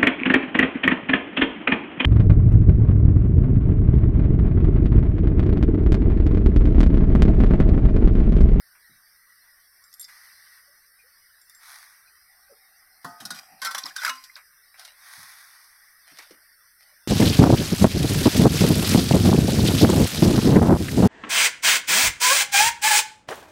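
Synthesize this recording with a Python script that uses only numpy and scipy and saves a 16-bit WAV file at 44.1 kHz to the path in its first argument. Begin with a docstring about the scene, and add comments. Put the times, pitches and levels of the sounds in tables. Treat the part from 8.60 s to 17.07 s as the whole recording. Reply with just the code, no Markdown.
"""Outdoor cooking in a yard, one microphone a step or two away: greens hiss in a pan over a wood fire throughout,
as shaped noise that sizzles up with bursts of droplets and steam when they are sprinkled or touched.
Bangles clink on the cook's wrist as struck modes, a steel pot of water is set on the ground, a ladle knocks against it,
and a steel tin is rattled and scraped until its lid rings free. Last, firewood is pushed under the pan with
thuds and rustles. A noise suppressor in the recorder hollows out the quietest bands; a thin whine lies over it all."""
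import sys
import numpy as np
from scipy import signal
from scipy.fft import irfft
from scipy.io import wavfile
from scipy.ndimage import uniform_filter1d

SR = 44100
rng = np.random.default_rng(int(sys.argv[2]) if len(sys.argv) > 2 else 0)


def master_out(mix):
    """Clip the mix to full scale and print it as 16-bit PCM to the path in sys.argv[1]."""
    frames = np.transpose(np.atleast_2d(mix))
    ceiling = np.clip(frames, -1, 1)
    pcm = np.round(ceiling * 32767).astype(np.int16)
    wavfile.write(sys.argv[1], SR, pcm)


N = 373730
TIME = np.arange(N) / SR
AFTER = np.arange(2 ** 15) / SR  # time since a blow [s]
BINS = len(AFTER) // 2 + 1  # spectrum bins of one blow

# Spectra of the pan's steady hiss and brighter sizzle: (frequency [Hz], relative level [dB per Hz])
HISS = [(50, -13), (330, -28.5), (800, -21), (1120, -12), (1960, -2.5), (2400, -18.5), (3200, -18.5),
        (3700, -12.5), (5150, -6.5), (6050, -11.5), (6700, -28), (7700, -27.5), (8400, -13), (12500, -12),
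        (16000, -26.5)]
SIZZLE = [(430, -50), (620, -10.5), (1150, 4), (1950, 4.5), (2400, -0.5), (2800, -16.5), (3500, -2.5),
          (5400, -2), (6400, -4), (7300, -16.5), (8400, -5.5), (11000, -1), (13000, -10), (16000, -13)]
# Spectrum of the steam, thinner than the hiss in the bass: (frequency [Hz], relative level [dB per Hz])
STEAM = [(350, -41.5), (650, -26), (1200, -11), (1950, 2.5)] + HISS[5:]
# Moisture meets the hot pan: (time [s], rise [s], hold [s], t60 [s], steam level [dB], spatter level [dB])
SIZZLES = [(1.476, 0.0079, 0.5, 0.57, -54.5, -57.5), (2.969, 0.12, 0.13, 1.06, -55.5, -47.5),
           (6.343, 0.2, 0.056, 5, -52.5, -46)]
# Strong modes of each steel vessel or tool: (frequency [Hz], level [dB], t60 [s])
POT_MODES = [(262, -2, 0.11), (703, -9.5, 0.64), (877, -13, 0.52), (1247, -7, 0.92), (1460, -6, 0.16),
             (1510, -12, 0.52), (1906, -12, 0.41)]
LADLE_MODES = [(1458, 1, 0.32), (3750, -2.5, 0.15), (4900, -8, 0.25)]
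TIN_MODES = [(228, -27, 0.15), (1056, -9, 0.39), (1351, -2.5, 0.17), (1530, -3.5, 0.41), (2150, -6.5, 0.14),
             (3550, -20, 0.31), (5290, -2, 0.097)]
LID_MODES = [(258, -25.5, 0.34), (1043, -1, 0.28), (1344, -3, 0.17), (2240, -17, 0.074), (2580, -13, 0.15),
             (2890, -2.5, 0.1), (3780, -5, 0.095), (6240, 9, 0.027)]
# Crowded, short-lived modes of thin steel, low and high: (frequency [Hz], relative level [dB per Hz])
CLANK = [(330, -63), (540, -19.5), (900, -11.5), (1250, -5.5), (1600, -3.5), (1850, -6), (2250, -4),
         (2750, -15.5), (3500, -32.5)]
CLINK = [(500, -44), (1700, -35), (3000, -5.5), (3800, 0), (4800, 2), (5800, 0.5), (6700, -10), (9500, -6),
         (12500, -8.5), (16000, -25)]
# Blows on each piece of steel: (time [s], clank level [dB], clink level [dB], ring level [dB])
POT_BLOWS = [(4.4445, -33.5, -45.5, -34.5)]
LADLE_BLOWS = [(4.602, -48, -43, -56), (4.652, -47.5, -33, -44.5), (4.7045, -38.5, -33, -36),
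               (4.745, -50, -45.5, -60)]
TIN_BLOWS = [(5.017, -40.5, -35, -30), (5.025, -39, -39, -34), (5.047, -38, -29, -36),
             (5.057, -36, -33, -50), (5.068, -46, -51, -27.5), (5.109, -38, -36.5, -51),
             (5.1465, -30.5, -30, -38), (5.161, -40, -49, -38), (5.18, -35.5, -29.5, -52),
             (5.256, -42, -41.5, -60), (5.362, -47.5, -32.5, -44)]
LID_BLOWS = [(5.416, -37, -39, -55), (5.433, -31.5, -39, -55), (5.4475, -26, -27, -54),
             (5.463, -27, -40, -38), (5.476, -35, -37, -38), (5.494, -29.5, -31.5, -26)]
# Strokes of steel on steel: (time [s], length [s], level at the end [dB])
SCRAPES = [(4.72, 0.074, -44), (5.015, 0.058, -37.5), (5.157, 0.14, -50), (5.357, 0.134, -36.5)]
# Slipping contacts, gliding as the contact moves: two faint squeaks of handling, then steel slipping on steel:
# (time [s], glide time [s], start frequency [Hz], end frequency [Hz], level [dB])
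SQUEAKS = [(2.385, 0.04, 2430, 2420, -59), (3.472, 0.019, 2460, 2520, -60),
           (5.235, 0.0041, 5800, 5440, -33), (5.2383, 0.0029, 5400, 3330, -26.5),
           (5.256, 0.0062, 5440, 5280, -30), (5.2635, 0.0042, 5080, 4740, -30),
           (5.248, 0.0265, 860, 1343, -41.5), (5.277, 0.018, 3800, 2870, -45.5),
           (5.303, 0.019, 1410, 1840, -44), (5.362, 0.0099, 1500, 1520, -28),
           (5.379, 0.023, 3750, 3440, -38.5), (5.38, 0.022, 1610, 1500, -34),
           (5.413, 0.027, 1580, 1286, -33), (5.447, 0.0098, 1530, 1730, -20.5),
           (5.473, 0.022, 1498, 1234, -24.5), (5.576, 0.018, 4750, 5000, -46),
           (5.695, 0.013, 1910, 2160, -46), (5.755, 0.0045, 5720, 3660, -36)]
# The pot is swung down, pushed into place and settled: (time [s], length [s], level [dB])
POT_RUBS = [(3.69, 1, -73), (4.59, 0.22, -57.5), (4.88, 0.43, -60.5)]
# Hum of the hollow above the water: (frequency [Hz], relative level [dB per Hz])
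HOLLOW = [(480, -29.5), (780, -2), (1250, -46), (2500, -16.5), (5000, -71)]
# Water slopping in the pot: (time [s], glide time [s], start frequency [Hz], end frequency [Hz], level [dB])
SLOPS = [(2.07, 0.056, 540, 620, -68), (2.43, 0.049, 453, 555, -69), (3.892, 0.047, 562, 574, -54),
         (3.912, 0.024, 558, 413, -52.5)]
# Modes of the bangles: (frequency [Hz], level [dB], t60 [s])
BANGLE_MODES = [(1994, -0.5, 0.056), (3580, -3, 0.074), (4870, 0, 0.049), (5400, 12, 0.021),
                (7470, -5.5, 0.1), (9250, -4.5, 0.071), (11350, -6, 0.076)]
# Bangles touch: (time [s], level [dB], favoured frequency [Hz])
BANGLE_TOUCHES = [(1.239, -48, 8200), (1.328, -47, 5300), (1.339, -37.5, 11000), (1.3959, -34.5, 12700),
                  (1.411, -33.5, 9100), (1.428, -44, 4700), (1.442, -39.5, 4260), (1.447, -41, 5340),
                  (2.8146, -47.5, 9200), (2.8962, -42, 11700), (2.9476, -46, 7300)]
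# Light taps of utensils and dry sticks: (time [s], clank level [dB], clink level [dB])
TAPS = [(0.15, -58, -66), (1.486, -55, -57), (5.638, -61, -44), (5.7627, -44, -49.5), (6.141, -53, -59),
        (6.1937, -53.5, -46), (6.2486, -53.5, -43.5), (7.586, -44, -44), (7.622, -54, -53),
        (7.707, -57, -52)]
# Dull bumps on packed earth: (time [s], level [dB], centre frequency [Hz])
THUDS = [(0.294, -62.5, 193), (4.444, -43.5, 212), (4.603, -50.5, 200), (4.654, -49, 195),
         (4.704, -48, 200), (4.91, -63.5, 189), (5.239, -53.5, 255), (6.573, -59.5, 160), (7.515, -61, 239),
         (7.586, -57, 510), (7.705, -49, 362)]
# Cloth, hands and dry sticks brush past: (time [s], length [s], level [dB])
RUSTLES = [(.81, 0.036, -67), (6.166, 0.048, -49.5), (7.465, 0.1, -53.5), (7.57, 0.065, -59.5),
           (8.185, 0.06, -57.5)]
# Spectrum of dry fibres: (frequency [Hz], relative level [dB per Hz])
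DRY_FIBRES = [(300, -53), (620, -6.5), (1150, -13), (1950, -1), (2700, -11), (3500, -8.5),
              (5400, -5), (7300, -22), (9500, -8), (16000, -27.5)]
# Threshold of the recorder's noise suppressor: (frequency [Hz], level in a narrow band [dB])
QUIET = [(300, -112), (1000, -82.5), (2700, -83.5), (4000, -73.5), (7500, -87), (9000, -102)]

HISS_DB = -57.5
SPATTER_HOLD, SPATTER_T60_S = 0.36, 2.32  # share of the steam's hold time, and longest decay
WALL_DELAY_S, WALL_DB = 0.00262, -16.5  # the pan's curved wall throws its own sizzle back
CLATTER_T60_S, FIRM_DB = 0.059, -31  # clatter of a blow at least this firm
DOUBLING_DB = 7.5  # lighter contact damps less: t60 doubles for each such step under firm
CLINK_T60_S = 0.14  # longest decay of the high clatter
SHIMMER_T60_S, SHIMMER_CLINK_DB = 0.47, -7  # weak modes linger under the ring, the high part fainter
TWIN_SPLIT, TWIN_DB = 0.013, -14  # nothing is perfectly round: a weaker twin, lower by this share, beats
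SCRAPE_GROWTH_DB, SCRAPE_T60_S = 11, 0.019
RUB_RISE_S, RUB_T60_S = 0.0081, 0.37
BANGLE_TICK_DB, BANGLE_FOCUS_DB = -10.5, 13
TAP_T60_S, TICK_T60_S = 0.16, 0.067  # the body of a tap, and its bright tick
THUD_CYCLES = 45  # a bump dies by 60 dB in this many cycles
RUSTLE_RISE_S, RUSTLE_T60_S = 0.021, 0.74
WHINE_HZ, WHINE_DB, EDGE_HZ = 14000, -68.5, 16200


def pan():
    """Steady hiss; on hot metal droplets burst first, steam hisses on, and the wall's echo makes it hollow."""
    hiss = amp(HISS_DB) * unit(colour(patchy_noise(patchy_db=3.5), HISS))
    droplets = unit(patchy_noise(patchy_db=2.2)) + amp(-3) * unit(grains(per_s=700, spread_db=5))
    spatter = unit(colour(droplets, SIZZLE))
    steam = unit(colour(patchy_noise(patchy_db=1), STEAM))
    direct = hiss
    for s, rise, hold, t60, steam_db, spatter_db in SIZZLES:
        direct = direct + amp(steam_db) * swell(s, rise, hold, t60) * steam
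        spattering = swell(s, rise, SPATTER_HOLD * hold, min(t60, SPATTER_T60_S))
        direct = direct + amp(spatter_db) * spattering * spatter
    echo = np.interp(TIME - WALL_DELAY_S, TIME, direct)
    return direct + amp(WALL_DB) * echo


def steel(blows, modes, pitch, shimmer_db):
    """Each blow clatters crowded modes (lower in a big vessel); strong modes ring over a faint shimmer."""
    out = np.zeros(N)
    low, high = crowd(spacing_hz=16), crowd(spacing_hz=30.1)
    clank = [(hz * pitch, db) for hz, db in CLANK]
    for s, clank_db, clink_db, ring_db in blows:
        lightness_db = max(FIRM_DB - max(clank_db, clink_db), 0)
        t60 = CLATTER_T60_S * 2 ** (lightness_db / DOUBLING_DB)
        low_clatter = clatter(low * strike_point(uneven_db=4), clank, t60)
        high_clatter = clatter(high * strike_point(uneven_db=6), CLINK, min(t60, CLINK_T60_S))
        add(out, s, amp(clank_db) * low_clatter)
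        add(out, s, amp(clink_db) * high_clatter)
        shimmer = clatter(low, clank, SHIMMER_T60_S)
        shimmer = shimmer + amp(SHIMMER_CLINK_DB) * clatter(high, CLINK, SHIMMER_T60_S)
        add(out, s, amp(ring_db) * (ring(modes, uneven_db=2.2) + amp(shimmer_db) * shimmer))
    return out


def scrape():
    """Small slips keep thin steel chattering, pressed harder as they go; it sings on faintly after."""
    low_body = clatter(1, [(650, -28)] + CLANK[2:], 0.048)
    body = low_body + amp(3.5) * clatter(1, CLINK, 0.011)
    pressure = np.zeros(N)
    for s, length, end_db in SCRAPES:
        remaining = np.clip(1 - (TIME - s) / length, 0, 1)
        stroke = swell(s, 0.0024, length, SCRAPE_T60_S)
        singing_on = amp(-12) * swell(s, length, 0, 1)
        pressure += amp(end_db - SCRAPE_GROWTH_DB * remaining) * (stroke + singing_on)
    slips = grains(per_s=3000, spread_db=4.5)
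    return pressure * unit(signal.oaconvolve(slips, body)[:N])


def glides(table, jitter_hz):
    """Squeaks and slops: a resonance glides unsteadily, swells quickly, then fades at its end pitch."""
    out = np.zeros(N)
    for s, length, start_hz, end_hz, db in table:
        u = np.linspace(0, 2, int(2 * length * SR))  # time in glide times
        wander = unit(smooth(rng.standard_normal(len(u)), 50, 36))
        hz = np.interp(u, [0, 1], [start_hz, end_hz]) + jitter_hz * wander
        envelope = (u * np.e / 0.4) ** 2 * np.exp(-2 * u / 0.4)  # peaks at one, at u = 0.4
        tone = np.sqrt(2) * np.sin(2 * np.pi * np.cumsum(hz) / SR)
        add(out, s, amp(db) * envelope * tone)
    return out


def rubbed_pot():
    """Water and grit rub the pot, which hums in the hollow above the water."""
    rubs = grains(per_s=2200, spread_db=0)
    return strokes(POT_RUBS, RUB_RISE_S, RUB_T60_S) * unit(colour(rubs, HOLLOW))


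def bangles():
    """Thin rings tick and ring briefly, damped by the wrist; each touch favours other modes."""
    out = np.zeros(N)
    for s, db, favoured_hz in BANGLE_TOUCHES:
        tick_spectrum = [(2500, -24), (3800, -5), (favoured_hz, 0), (favoured_hz * 3, -18)]
        tick = clatter(crowd(spacing_hz=102), tick_spectrum, 0.012)
        modes = []
        for hz, level, t60 in BANGLE_MODES:
            octaves_off = abs(np.log2(hz / favoured_hz))
            modes.append((hz, level - BANGLE_FOCUS_DB * octaves_off ** 0.5, t60))
        add(out, s, amp(db) * (ring(modes, uneven_db=7) + amp(BANGLE_TICK_DB) * tick))
    return out


def taps():
    """Damped knocks: a sharp tick over a short, dull body that leaves no ring."""
    out = np.zeros(N)
    for s, clank_db, clink_db in TAPS:
        add(out, s, amp(clank_db) * clatter(1, CLANK, TAP_T60_S))
        add(out, s, amp(clink_db) * clatter(1, CLINK, TICK_T60_S))
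    return out


def thuds():
    """Pot, feet and firewood bump the ground with a low, broad resonance."""
    out = np.zeros(N)
    for s, db, hz in THUDS:
        hump = [(hz / 3, -28), (hz / 1.65, -2), (hz * 1.326, 0), (hz * 2.04, -19), (hz * 6, -60)]
        add(out, s, amp(db) * clatter(1, hump, THUD_CYCLES / hz))
    return out


def rustles():
    """Dry fibres catch and slip in a fine, uneven crackle."""
    fibres = unit(patchy_noise(patchy_db=6.5)) + unit(grains(per_s=480, spread_db=6.5))
    catching_db = 2 * unit(smooth(rng.standard_normal(N), 1200, 400))
    brushing = strokes(RUSTLES, RUSTLE_RISE_S, RUSTLE_T60_S) * amp(catching_db)
    return brushing * unit(colour(fibres, DRY_FIBRES))


def yard(x, wet_db, t60):
    """Ground and mud walls return a faint, short scatter."""
    tail = rng.standard_normal(len(AFTER)) * amp(-60 * AFTER / t60)
    tail = tail * (AFTER > 0.008)  # nothing returns sooner [s]
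    return x + amp(wet_db) * signal.oaconvolve(x, tail / np.linalg.norm(tail))[:N]


def suppress(x, slope, depth_db):
    """Noise suppressor: the further a narrow band falls under the threshold, the more it is turned down."""
    hz, _, z = signal.stft(x, SR, nperseg=1024, noverlap=768)
    power = uniform_filter1d(abs(z) ** 2, size=3, axis=-2)
    power = uniform_filter1d(power, size=7, axis=-1)
    threshold_db = np.interp(hz, *np.transpose(QUIET))[:, None]
    under_db = threshold_db - 10 * np.log10(abs(power) + 1e-20)
    gain = amp(-np.clip(slope * under_db, 0, depth_db))
    return signal.istft(z * gain, nperseg=1024, noverlap=768)[1][:, :N]


def ring(modes, uneven_db):
    """Damped pairs of modes that beat; each blow lands elsewhere and shares its energy differently."""
    twins = [(hz * (1 - TWIN_SPLIT), db + TWIN_DB, t60) for hz, db, t60 in modes]
    out = np.zeros(len(AFTER))
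    for hz, db, t60 in list(modes) + twins:
        level_db = db + uneven_db * rng.standard_normal() - 60 * AFTER / t60
        out += amp(level_db) * np.sin(2 * np.pi * (hz * AFTER + rng.random()))
    onset = 1 - np.exp(-AFTER / 0.0028)  # the ring builds up over a few cycles
    return onset * out


def crowd(spacing_hz):
    """Picks the frequencies of a crowd of modes, as a mask on the spectrum."""
    return rng.random(BINS) < SR / len(AFTER) / spacing_hz


def strike_point(uneven_db):
    """Where a blow lands decides which groups of modes it favours: a lumpy gain over frequency."""
    lumps = smooth(rng.standard_normal(BINS), 220, 120)
    return amp(uneven_db * np.tanh(unit(lumps)))


def clatter(mask, spectrum, t60):
    """A crowd of modes struck at once and dying away, with an early rms of about one."""
    modes = irfft(mask * np.exp(2j * np.pi * rng.random(BINS)))
    envelope = amp(-60 * AFTER / t60) * (1 - np.exp(-AFTER / 0.001))
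    x = colour(modes * envelope, spectrum)
    early_share = 1 - amp(-60 * 0.01 / t60) ** 2  # energy share of the first hundredth of a second
    return x / np.sqrt(early_share * np.sum(x ** 2) / (SR / 100))


def patchy_noise(patchy_db):
    """Noise drifting in small patches of time and frequency, less so in the deep bass and the treble."""
    hz, _, z = signal.stft(rng.standard_normal(N), SR, nperseg=1024, noverlap=768)
    patches = uniform_filter1d(rng.standard_normal(z.shape), size=4, axis=0)
    patches = uniform_filter1d(patches, size=11, axis=1)
    depth_db = patchy_db * (hz / (hz + 150) / (1 + (hz / 6500) ** 4))[:, None]
    return signal.istft(z * amp(depth_db * unit(patches)), nperseg=1024, noverlap=768)[1][:N]


def grains(per_s, spread_db):
    """Random clicks, most small and a few large; all equal at zero spread."""
    size_db = spread_db * np.minimum(rng.exponential(1, N), 3.5)
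    return (rng.random(N) < per_s / SR) * rng.choice([-1, 1], N) * amp(size_db)


def swell(s, rise, hold, t60):
    """Gain over time: rises from time s, holds, then dies away."""
    dying_s = np.maximum(TIME - s - rise - hold, 0)
    return np.clip((TIME - s) / rise, 0, 1) * amp(-60 * dying_s / t60)


def strokes(table, rise, t60):
    """Gain over time of rubbing strokes that share one attack and release."""
    return sum(amp(db) * swell(s, rise, length - rise, t60) for s, length, db in table)


def colour(x, spectrum):
    """Causal (minimum-phase) filter from (Hz, dB) points joined on a log-frequency axis."""
    hz, db = np.transpose(spectrum)
    f = abs(np.fft.fftfreq(4096, 1 / SR)) + 1
    log_gain = np.log(amp(np.interp(np.log(f), np.log(hz), db)))
    response = np.exp(signal.hilbert(log_gain).conj())
    impulse = np.fft.ifft(response).real[:len(f) // 2]
    return signal.oaconvolve(x, impulse)[:len(x)]


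def smooth(x, first, second):
    """Two running means, with widths in samples or bins."""
    return uniform_filter1d(uniform_filter1d(x, size=first), size=second)


def amp(db):
    """Decibels to gain."""
    return 10 ** (np.asarray(db) / 20)


def unit(x):
    """Scales to an rms of one."""
    return x / np.sqrt(np.mean(x ** 2) + 1e-20)


def add(mix, s, sound):
    """Lays a sound into the mix at time s."""
    part = mix[round(s * SR):][:len(sound)]
    part += sound[:len(part)]


def scene():
    """All sources, a step or two from one microphone; the pan is heard without the yard's scatter."""
    pot = steel(POT_BLOWS, POT_MODES, pitch=0.64, shimmer_db=-10) + rubbed_pot()
    ladle = steel(LADLE_BLOWS, LADLE_MODES, pitch=0.81, shimmer_db=-13)
    tin = steel(TIN_BLOWS, TIN_MODES, pitch=0.87, shimmer_db=-16)
    lid = steel(LID_BLOWS, LID_MODES, pitch=0.96, shimmer_db=-24)
    friction = scrape() + glides(SQUEAKS, jitter_hz=80)
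    handling = bangles() + taps() + thuds() + rustles() + glides(SLOPS, jitter_hz=35)
    around_pan = yard(pot + ladle + tin + lid + friction + handling, wet_db=-16, t60=0.27)
    return (pan() + around_pan)[None]


def record(dry):
    """Noise suppression, a thin electronic whine, then the band limit."""
    hushed = suppress(dry, slope=1.3, depth_db=20)
    whine = amp(WHINE_DB) * np.sqrt(2) * np.sin(2 * np.pi * WHINE_HZ * TIME)
    band_limit = signal.firwin(511, EDGE_HZ, window=("kaiser", 9), fs=SR)[None]
    return signal.oaconvolve(hushed + whine, band_limit, "same")


dry = scene()
out = record(dry)
master_out(out)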